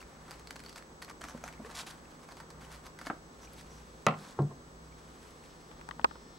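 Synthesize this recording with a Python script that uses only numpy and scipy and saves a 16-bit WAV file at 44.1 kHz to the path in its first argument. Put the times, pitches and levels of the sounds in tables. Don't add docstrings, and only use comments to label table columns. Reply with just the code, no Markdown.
import sys
import numpy as np
from scipy import signal
from scipy.fft import rfft, irfft, next_fast_len
from scipy.io import wavfile
from scipy.ndimage import map_coordinates

SR = 44100
rng = np.random.default_rng(int(sys.argv[2]) if len(sys.argv) > 2 else 0)


def waveform_to_disk(signal):
    frames = np.transpose(np.atleast_2d(signal))
    scaled = np.clip(frames, -1, 1) * 32767
    samples = np.round(scaled).astype(np.int16)
    wavfile.write(sys.argv[1], SR, samples)


def undo_db(level):
    steps = np.asarray(level, float) / 20
    return 10 ** steps


N = 281358


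def unit(x):
    return x / np.sqrt(np.mean(x ** 2) + 1e-20)


def along(points, hz):
    f, v = np.transpose(points)
    return np.interp(np.log(hz + 1), np.log(f + 1), v)


def wobble(rate_hz):
    knots = rng.standard_normal(int(N * rate_hz / SR) + 4)
    return map_coordinates(knots, [np.arange(N) * rate_hz / SR], order=2)


def filtered(x, response):
    m = next_fast_len(N + 8192)
    return irfft(rfft(x, m) * response(np.fft.rfftfreq(m, 1 / SR)), m)[..., :N]


def coloured(x, spectrum):
    gain = undo_db(along(spectrum, np.fft.rfftfreq(2048, 1 / SR)))
    cepstrum = irfft(np.log(gain + 1e-6))
    cepstrum[1:1024] *= 2
    cepstrum[1025:] = 0
    h = irfft(np.exp(rfft(cepstrum)))
    return signal.fftconvolve(x, h / np.linalg.norm(h))[:N]


def no_bass(x, hz):
    return signal.sosfilt(signal.butter(2, hz, "high", fs=SR, output="sos"), x)


def add(track, start_s, sound):
    part = track[..., round(start_s * SR):][..., :sound.shape[-1]]
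    part += sound[..., :part.shape[-1]]


def tone(hz, t60_s, attack_s=0.0022):
    t = np.arange(SR // 2) / SR
    return undo_db(-60 * t / t60_s) * np.sin(2 * np.pi * hz * t) * (1 - np.exp(-t / attack_s))


def ring(body, tilt_db=0, count=100):
    strength, decay = body
    t = np.arange(int(SR * np.max(decay, 0).min())) / SR
    slot, size, phase = rng.random((count, 3)).T[:, :, None]
    place = (np.arange(count)[:, None] + slot) / count
    hz = 70 * (16000 / 70) ** place
    t60_s = along(decay, hz)
    level_db = along(strength, hz) + 10 * np.log10(hz / t60_s) + tilt_db * np.log2(hz / 1000) + 6 * size
    modes = undo_db(level_db - 60 * t / t60_s) * np.sign(phase - .3) * np.sin(2 * np.pi * hz * t)
    x = np.sum(modes, 0) * (1 - np.exp(-t / 0.0004))
    return x / np.abs(x).max()


def crackle(spiky_db, rate_hz):
    return unit(undo_db(spiky_db * wobble(rate_hz)) * rng.standard_normal(N))


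# frequency in Hz, level in dB per Hz.
FIBRE_SPECTRUM = [(880, -36.5), (1500, -1), (1670, -6), (2140, -3), (2320, -2.5), (3840, -4.5),
                  (4730, -5.5), (8830, -10), (12500, -16.5), (15500, -31)]
# frequency in Hz, level in dB per Hz.
SHEET_SPECTRUM = [(290, -32), (500, -3.5), (924, 4), (1180, 3.5), (1500, -0.5), (1880, -3.5), (2600, -11),
                  (3380, -39), (5720, -120)]
# start in seconds, peak in dB, sheet boom in dB.
FIRST_BITES = [(0.0046, -42, -2), (0.0151, -40.5, 3), (0.026, -46, 11), (0.2803, -44, 4), (0.3089, -29, -6),
               (0.3146, -35, 0), (0.395, -37, -13), (0.4723, -34, -11), (0.5071, -26.5, -3),
               (0.527, -44, -6), (0.558, -35.5, 4.5), (0.5626, -33.5, -3), (0.5937, -35.5, -4),
               (0.6018, -38, -0.5), (0.6371, -35.5, -19), (0.6488, -42, -4), (0.662, -37, -1),
               (0.685, -41, -14), (0.694, -33, -15), (0.727, -40, -15), (0.7588, -34.5, -2),
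               (0.775, -42, 0), (0.781, -38, -7), (0.824, -43.5, 3)]
# start in seconds, peak in dB, sheet boom in dB.
SECOND_BITES = [(1.019, -33, 1), (1.0231, -33.5, 0), (1.03, -40, -4), (1.046, -35, -6), (1.0799, -48.5, 21),
                (1.0883, -40, -3), (1.097, -33, -2), (1.1006, -43, 11), (1.1099, -39, 7),
                (1.2114, -36, 5.5), (1.2157, -36.5, 9), (1.239, -28.5, 3.5), (1.2492, -37, 5),
                (1.2731, -48, -1), (1.285, -35.5, 5), (1.2904, -44, 3), (1.2956, -33, 3), (1.3072, -43, 1),
                (1.3758, -43, 9.5), (1.4383, -36, 14.5), (1.4602, -44, 11), (1.478, -33, 5),
                (1.4862, -38, 7.5), (1.526, -39, 2), (1.647, -50, 11), (1.7005, -50, 3)]
# start in seconds, peak in dB, sheet boom in dB.
LAST_BITES = [(2.288, -45, 11.5), (2.3096, -45, 7), (2.321, -41.5, 5.5), (2.3686, -41, 2),
              (2.401, -38.5, 7), (2.503, -38, 0.5), (2.6113, -47, -4), (2.724, -40, -7), (2.7317, -49, -10),
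              (2.7421, -47, -1), (2.866, -38, -15), (2.9887, -36.5, 5.5), (3.013, -36, 5), (3.062, -36, -1),
              (3.068, -35, 11.5), (3.4317, -49, 1), (3.532, -47, -14), (3.6098, -42, -3)]
# ring frequency in Hz, ring level in dB, bite fade in ms.
BLADE_RINGS = [
    (4450, -10, 21.1),
    (5540, -24, 24),
    (4660, -9.5, 41),
]
# start in seconds, peak in dB,
# ring frequency in Hz.
STEEL_PINGS = [(0.0046, -42, 2700), (0.027, -40, 2370), (0.661, -42, 4550), (0.691, -45, 4540),
               (0.728, -43, 4470), (0.824, -42, 2380), (1.019, -39, 1760), (1.0799, -45, 1300),
               (1.2161, -40, 3160), (1.4392, -33.5, 6100), (1.4832, -37, 2480), (1.5354, -37, 2300),
               (1.5767, -44, 2100), (1.6471, -31, 1720), (2.216, -51, 5040), (2.315, -43, 4350),
               (2.646, -46, 3070), (3.0688, -36, 3770), (3.473, -38.5, 2430), (3.583, -40.5, 3500),
               (4.9223, -42, 2300), (0.4727, -47, 4400), (0.6018, -45, 4500), (0.7596, -41, 4460),
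               (1.0226, -38, 4400), (1.0453, -45, 4370), (2.055, -41, 2500), (3.533, -48.5, 11000),
               (6.0434, -40, 2530)]


def cutting():
    grains = crackle(spiky_db=0.5, rate_hz=900)
    t = np.arange(SR // 16) / SR
    onset = (1 - np.exp(-t / 0.00061)) * (0.45 + 1.4 * np.exp(-t / 0.0006))
    fibre, sheet, blade = np.zeros((3, N))

    def burst(start_s, db, fade_ms):
        return grains[round(start_s * SR):][:len(t)] * undo_db(db - 6.5 - 60000 * t / fade_ms) * onset

    def steel(x, hz):
        return undo_db(19) * signal.lfilter(*signal.iirpeak(hz, 18, SR), x)

    for bites, (hz, ring_db, fade_ms) in zip((FIRST_BITES, SECOND_BITES, LAST_BITES), BLADE_RINGS):
        for start_s, db, boom_db in bites:
            bite = burst(start_s, db, fade_ms)
            add(fibre, start_s, bite)
            add(sheet, start_s, undo_db(boom_db) * bite)
            add(blade, start_s, undo_db(ring_db) * steel(bite, hz))
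    for start_s, db, hz in STEEL_PINGS:
        add(blade, start_s, steel(burst(start_s, db, fade_ms=28), hz))
    return coloured(fibre, FIBRE_SPECTRUM) + coloured(sheet, SHEET_SPECTRUM) + blade


# peak time, rise and fall in seconds, hiss in dB, sheet boom in dB.
STROKES_ON_CARD = [(0.0, .01, 0.22, -65, -8), (.32, 0.1, 0.069, -59.5, 0.5), (.734, .25, 0.0071, -64.5, -8),
                   (.762, 0.0063, 0.041, -52, 2), (1.02, 0.0038, 0.078, -55.5, -1.5),
                   (1.213, .008, 0.22, -57, 6), (1.434, 0.0034, .4, -65, 5.5), (1.73, 0.11, .02, -67, 8),
                   (1.66, .015, .06, -60, 3), (1.75, .005, .05, -54, 1), (1.796, .04, 0.038, -48, 0),
                   (1.866, 0.0033, 0.046, -48, -1), (1.91, 0.045, 0.0067, -55.5, -7),
                   (2.41, 0.75, .006, -65.5, -19), (2.65, 0.078, 0.035, -58.5, -1),
                   (2.728, 0.028, .06, -53.5, -3), (2.868, 0.043, 0.014, -56, 1),
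                   (3.062, .05, 0.05, -55.5, -5), (3.446, 0.2, 0.17, -65.5, 2.5),
                   (3.596, 0.073, 0.033, -56.5, -17), (3.72, 0.1, 0.28, -67, 2), (4.03, 0.37, .02, -71, -5),
                   (4.18, 0.044, .2, -64, 5), (5.224, 0.57, .9, -64, -1), (4.25, .1, .1, -64, -3)]
# start and stop in seconds, level in dB.
HELD_SHEET = [
    (0.0, .95, -67),
    (1.92, 3.11, -66.5),
    (4.152, 4.381, -69.5),
    (5.697, 5.81, -69),
]


def sliding():
    hiss, boom = np.zeros((2, N))
    t = np.arange(N) / SR
    for peak_s, rise_s, fall_s, db, boom_db in STROKES_ON_CARD:
        swell = undo_db(db - 15 * np.maximum((peak_s - t) / rise_s, (t - peak_s) / fall_s))
        hiss += swell
        boom += undo_db(boom_db) * swell
    for start_s, stop_s, db in HELD_SHEET:
        boom += undo_db(db) * (t > start_s) * (t < stop_s)
    clumps = unit(undo_db(2.8 * wobble(60)))
    fibre = coloured(crackle(spiky_db=3.5, rate_hz=1600), FIBRE_SPECTRUM)
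    sheet = coloured(crackle(spiky_db=3.5, rate_hz=700), SHEET_SPECTRUM)
    return clumps * (hiss * fibre + boom * sheet)


# start and stop in seconds, resonance in Hz, level in dB.
BLADE_SONGS = [
    (0.62, .79, 4470, -66),
    (1.273, 1.325, 6070, -60),
    (3.41, 3.47, 5900, -60.5),
    (3.684, 3.8, 5800, -65.5),
]


def rasp():
    x = np.zeros(N)
    for start_s, stop_s, hz, db in BLADE_SONGS:
        grit = crackle(spiky_db=1, rate_hz=98)[:round((stop_s - start_s) * SR)]
        song = unit(signal.lfilter(*signal.iirpeak(hz, 11, SR), grit))
        add(x, start_s, undo_db(db) * signal.windows.tukey(len(grit), .4) * song)
    return x


# frequency in Hz, level in dB per Hz.
HARD_SPECTRUM = [(1500, -41), (3500, 5), (7000, 1), (11000, -7.5), (16000, -29)]
# start and stop in seconds, level in dB.
SHEAR_STROKES = [
    (1.741, 1.826, -48),
    (1.859, 1.915, -56),
    (4.17, 4.34, -62),
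]


def shearing():
    x = np.zeros(N)
    for start_s, stop_s, db in SHEAR_STROKES:
        grit = crackle(spiky_db=4, rate_hz=500)[:round((stop_s - start_s) * SR)]
        add(x, start_s, undo_db(db) * signal.windows.tukey(len(grit), .2) * grit)
    return coloured(x, HARD_SPECTRUM)


# start in seconds, peak in dB, lowest mode in Hz, t60 in seconds.
CARD_POPS = [(1.243, -40, 288, .05), (1.868, -42, 330, .05), (1.347, -27, 230, 0.029),
             (1.594, -35, 206.5, 0.033), (1.6, -32.5, 276, 0.034), (1.618, -38, 227, .04),
             (1.647, -38, 452, 0.049), (1.659, -43, 485, 0.091), (3.066, -36.5, 280, 0.085)]
# start in seconds, peak in dB, hardness in dB per octave.
BLADE_SNAP = [
    (3.099, -24, 0),
]
# strength in rows of Hz, dB; decay in rows of Hz, t60 in seconds.
HANDLE_BODY = [(120, -37), (200, -3), (700, -1), (1200, 2), (1530, -5), (1820, -10), (2900, -26),
               (5000, -40), (6500, -67), (11000, -120)], [(250, 0.089), (1000, 0.04), (3000, 0.037)]
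# start in seconds, peak in dB, hardness in dB per octave.
BLADE_LANDINGS = [
    (4.065, -11.5, 0),
    (4.083, -17.5, 0),
    (4.107, -30, 0),
    (4.122, -27.5, -2.5),
    (4.138, -32.5, -0.5),
]
# strength in rows of Hz, dB; decay in rows of Hz, t60 in seconds.
DESK_UNDER_STEEL = [(59, -42), (100, -11.5), (217, 1), (330, -21), (383, -10), (633, -5), (923, -8),
                    (1260, -1), (1590, -22), (1810, -10), (2370, -17.5), (2630, -11), (2860, -20.5),
                    (15000, -60)], [(100, 0.19), (400, 0.12), (1200, 0.054), (2000, 0.031), (3000, 0.045),
                    (8000, 0.014)]
# start in seconds, peak in dB, hardness in dB per octave.
GRIP_LANDINGS = [
    (4.381, -42, 3),
    (4.388, -23, 3),
    (4.42, -31, -1),
    (4.509, -43, 4),
]
# strength in rows of Hz, dB; decay in rows of Hz, t60 in seconds.
DESK_UNDER_GRIPS = [(150, -24), (260, 0), (375, 3), (516, -11), (1030, -13), (1350, -29), (1570, -28),
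                    (2180, -49), (4000, -54), (5200, -73), (8800, -120)], [(300, 0.1), (600, 0.11),
                    (1000, 0.072), (3000, 0.052)]
# start in seconds, level in dB, frequency in Hz, t60 in seconds.
BOARD_MODES = [(4.067, -23, 155, 0.22), (4.069, -45.5, 200.6, 0.88), (4.391, -35, 352, 0.22),
               (4.39, -31, 200, 0.3), (4.393, -34, 110, 0.35), (4.393, -38, 82, .3), (4.391, -40, 738, .18)]
# start in seconds, level in dB, frequency in Hz, t60 and palm time in seconds.
BOARD_UNDER_PALM = (4.3918, -21.5, 141.5, .8, 4.464)
# start in seconds, level in dB, frequency in Hz, t60 in seconds.
HARD_KNOCKS = [(3.069, -37, 1700, .02), (3.071, -40, 2150, .025), (3.069, -43, 3050, .02),
               (3.1, -27, 1250, .015), (3.1, -40, 2200, .03), (3.1, -35, 300, .07),
               (4.0658, -14, 1400, .01), (4.0665, -26, 650, .05), (4.084, -26, 1250, .025),
               (4.084, -33, 800, .06), (4.125, -38, 820, .1), (4.391, -23, 170, .04),
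               (4.509, -47, 1050, .06), (1.7, -40, 1500, .015), (1.4775, -45, 6400, .02),
               (1.023, -46, 11200, .008), (1.046, -48, 13000, .008), (1.099, -48, 11200, .008),
               (1.0235, -38, 1900, .025), (0.6615, -47, 4520, .015), (0.728, -47, 4470, .015)]


def handling():
    x = np.zeros(N)
    for start_s, db, hz, t60_s in CARD_POPS:
        overtones = tone(2.32 * hz, 0.89 * t60_s) + tone(4.14 * hz, 0.37 * t60_s)
        add(x, start_s, undo_db(db) * (tone(hz, t60_s) + undo_db(-4) * overtones))
    for start_s, db, hz, t60_s in BOARD_MODES:
        add(x, start_s, undo_db(db) * tone(hz, t60_s))
    for start_s, db, hz, t60_s in HARD_KNOCKS:
        add(x, start_s, undo_db(db) * tone(hz, t60_s, attack_s=.0002))

    start_s, db, hz, t60_s, palm_s = BOARD_UNDER_PALM
    pressed_s = np.maximum(start_s + np.arange(SR // 2) / SR - palm_s, 0)
    palm_db = -8 * np.minimum(pressed_s / .008, 1) - 60 * pressed_s / .3
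    add(x, start_s, undo_db(db + palm_db) * tone(hz, t60_s))

    landings = (BLADE_SNAP, HANDLE_BODY), (BLADE_LANDINGS, DESK_UNDER_STEEL), (GRIP_LANDINGS, DESK_UNDER_GRIPS)
    for blows, body in landings:
        for start_s, db, hard_db in blows:
            add(x, start_s + 0.001026, undo_db(db) * ring(body, hard_db))
    return signal.sosfilt(signal.butter(3, 95, "high", fs=SR, output="sos"), x)


# start in seconds, level in dB, t60 in seconds.
CONTACT_CRACKS = [
    (4.066, -23, .01),
    (5.8885, -44, 0.0075),
    (6.0443, -29, .004),
    (4.421, -52, .012),
]


def cracks():
    x = np.zeros(N)
    t = np.arange(SR // 40) / SR
    for start_s, db, t60_s in CONTACT_CRACKS:
        add(x, start_s, undo_db(db - 60 * t / t60_s) * rng.standard_normal(len(t)))
    return coloured(x, HARD_SPECTRUM)


# start in seconds, peak in dB, left-right in dB, tilt in
# dB per octave, rocking in dB.
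SHELL_TICKS = [(5.714, -49, 7, 2, 6), (5.794, -50, 3, -3, 4), (5.812, -43, 2, 1.5, 3),
               (5.889, -41, 9, -2, 8), (5.9105, -36, 6, 1, 1), (5.9955, -36, 8, -3, -2),
               (6.013, -48, 0, 4, 3), (6.111, -42.5, 9, -3, 4), (6.155, -40, -6, -6, -6),
               (6.0443, -19, -3, -1, 10),
]
# strength in rows of Hz, dB; decay in rows of Hz, t60 in seconds.
SHELL_BODY = [(120, -49), (200, -20), (550, -8), (750, -11), (1000, -2), (1380, -1.5), (1980, -14),
              (2290, -11.5), (3010, -12.5), (3470, -23), (4160, -23), (15000, -43)], [(300, 0.022),
              (1000, 0.053), (1400, 0.025), (2500, 0.012), (8000, .005)]
# start in seconds, level in dB, frequency in Hz, t60 in seconds, left-right in dB.
NAIL_CLICKS = [(5.8885, -45, 8600, .01, 4), (5.889, -38, 1000, .018, 6), (5.911, -32, 1900, .013, 5),
               (5.911, -37, 3100, .009, 4), (5.9955, -29, 900, .015, 6), (6.0145, -47, 3200, .01, 0),
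               (6.0445, -21, 1050, .018, -2), (6.0445, -29, 2550, .014, 0), (6.0445, -23, 1550, .014, -2),
               (6.0445, -26, 540, .028, -2)]


def finger():
    x = np.zeros((2, N))

    def panned(db, pan_db):
        return undo_db(db + np.array([[pan_db], [-pan_db]]) / 2)

    for start_s, db, pan_db, tilt_db, rock_db in SHELL_TICKS:
        both = ring(SHELL_BODY, tilt_db)
        rock = undo_db(rock_db) * ring(SHELL_BODY, tilt_db)
        held = np.clip((.02 - np.arange(len(both)) / SR) / .003, .05, 1)
        add(x, start_s, panned(db, pan_db) * held * np.array([both + rock, both - rock]))
    for start_s, db, hz, t60_s, pan_db in NAIL_CLICKS:
        add(x, start_s, panned(db, pan_db) * tone(hz, t60_s, attack_s=.0002))
    return no_bass(x, hz=120)


# frequency in Hz, t60 in seconds.
ROOM_DECAY = [(150, 0.25), (1000, 0.23), (4000, 0.18), (12000, 0.16)]


def room(x):
    hz, t, z = signal.stft(rng.standard_normal((2, SR // 3)), SR, nperseg=256)
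    z[1] *= (hz / (hz + 900))[:, None]
    fade = undo_db(-60 * t / along(ROOM_DECAY, hz)[:, None])
    mid, side = signal.istft(z * fade, SR, nperseg=256)[1]
    side = no_bass(side, hz=200)
    tail = np.array([mid + 1.3 * side, mid - 1.6 * side]) / np.linalg.norm(mid)
    return signal.fftconvolve(np.pad(x, (200, 0))[None], tail, axes=1)[:, :N]


# frequency in Hz, level in dB.
SCAN_TONES = [(7882.2, -92), (15734.3, -81.5), (15719.3, -90), (15674.4, -97), (6374, -79), (6600, -86)]
# frequency in Hz, level in dB.
DRUM_SPECTRUM = [(1300, -43), (1800, -4), (2600, -16), (3500, -2.5), (3900, -7), (4200, -4.5), (4500, -7),
                 (5100, -9), (5400, -2), (5700, -9), (7500, -36)]
# time in seconds, level in dB.
BUZZ_LEVEL = [(0, -74), (2, -85), (4, -72.5), (4.6, -77), (5.2, -74), (5.6, -68.5), (5.9, -69.5),
              (6.06, -74), (6.09, -65.5), (6.38, -64)]


def camera():
    drum_hz, half_line_hz, flip_hz, half_line_db = 299.7, 7867.2, 14.985, -72.5
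    t = np.arange(N) / SR
    tones = np.zeros(N)
    for hz, db in SCAN_TONES:
        tones += np.sqrt(2) * undo_db(db) * np.sin(2 * np.pi * (hz * t + rng.random()))
    flip = np.pi / 2 * np.tanh(12 * np.sin(2 * np.pi * flip_hz * t))
    tones += np.sqrt(2) * undo_db(half_line_db) * np.sin(2 * np.pi * half_line_hz * t + flip)

    harmonics = np.arange(5, 25)[:, None]
    beats = np.cos(2 * np.pi * drum_hz * harmonics * t + .6 * rng.standard_normal((20, 1)))
    slaps = filtered(beats.sum(0), lambda hz: undo_db(along(DRUM_SPECTRUM, hz)))

    def with_echo():
        return slaps + .45 * np.interp(t - .0003 * wobble(1.5), t, slaps)

    buzz = unit(np.array([with_echo(), with_echo()]))
    return tones + undo_db(np.interp(t, *np.transpose(BUZZ_LEVEL))) * buzz


# frequency in Hz, level in dB per Hz.
AIR_SPECTRUM = [(12, -58), (20, -14), (63, -4), (123, -16.5), (158, -7), (542, -9.5), (642, -16),
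                (698, -13.5), (1190, -13), (2600, -27.5), (6180, -28), (7110, -31), (7730, -32),
                (8890, -36.5), (16000, -47)]
# frequency in Hz, correlation from -1 to 1.
AIR_LIKENESS = [(60, 1), (130, 0.68), (290, 0.9), (640, 0.4), (1410, -0.49), (3100, -0.041), (6820, 0.22),
                (15000, 0.22)]
# frequency in Hz, width in Hz, level in dB.
HUM_BANDS = [(59.1, .8, -64), (156.5, 2, -64.5), (241, 3, -68), (116.2, 7, -72)]


def air():
    beat_hz, beat_peak_s, beat_depth = .9, .4, .75
    t = np.arange(N) / SR

    def mid_side(hz):
        angle = np.arccos(np.clip(along(AIR_LIKENESS, hz), -1, 1)) / 2
        return undo_db(along(AIR_SPECTRUM, hz)) * [np.cos(angle), np.sin(angle)]

    mid, side = filtered(rng.standard_normal((2, N)), mid_side)
    hiss = undo_db(-54 + 0.084 * wobble(2.92)) * unit(np.array([mid + side, mid - side]))

    hum = np.zeros(N)
    for hz, width_hz, db in HUM_BANDS:
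        drift = np.cumsum(rng.standard_normal(N)) * np.sqrt(width_hz / SR / (2 * np.pi))
        hum += undo_db(db + 3 + 1.3 * wobble(5)) * np.sin(2 * np.pi * (hz * t + drift))
    beat = 1 + beat_depth * np.cos(2 * np.pi * beat_hz * (t - beat_peak_s))
    upper = no_bass(hum, hz=90)
    return hiss + upper + beat * (hum - upper)


def scene():
    work = cutting() + sliding() + rasp() + handling()
    taps = finger()
    echoes = undo_db(-12) * room(work) + undo_db(-52) * room(taps[0])
    return work + taps + echoes + cracks() + shearing() + camera() + air()


def low_pass(x):
    return signal.sosfilt(signal.butter(12, 16740, fs=SR, output="sos"), x)


def record(dry):
    mix = filtered(dry, lambda hz: 1 / (1 + (hz / 16300) ** 40))
    return low_pass(mix)


dry = scene()
out = record(dry)
waveform_to_disk(out)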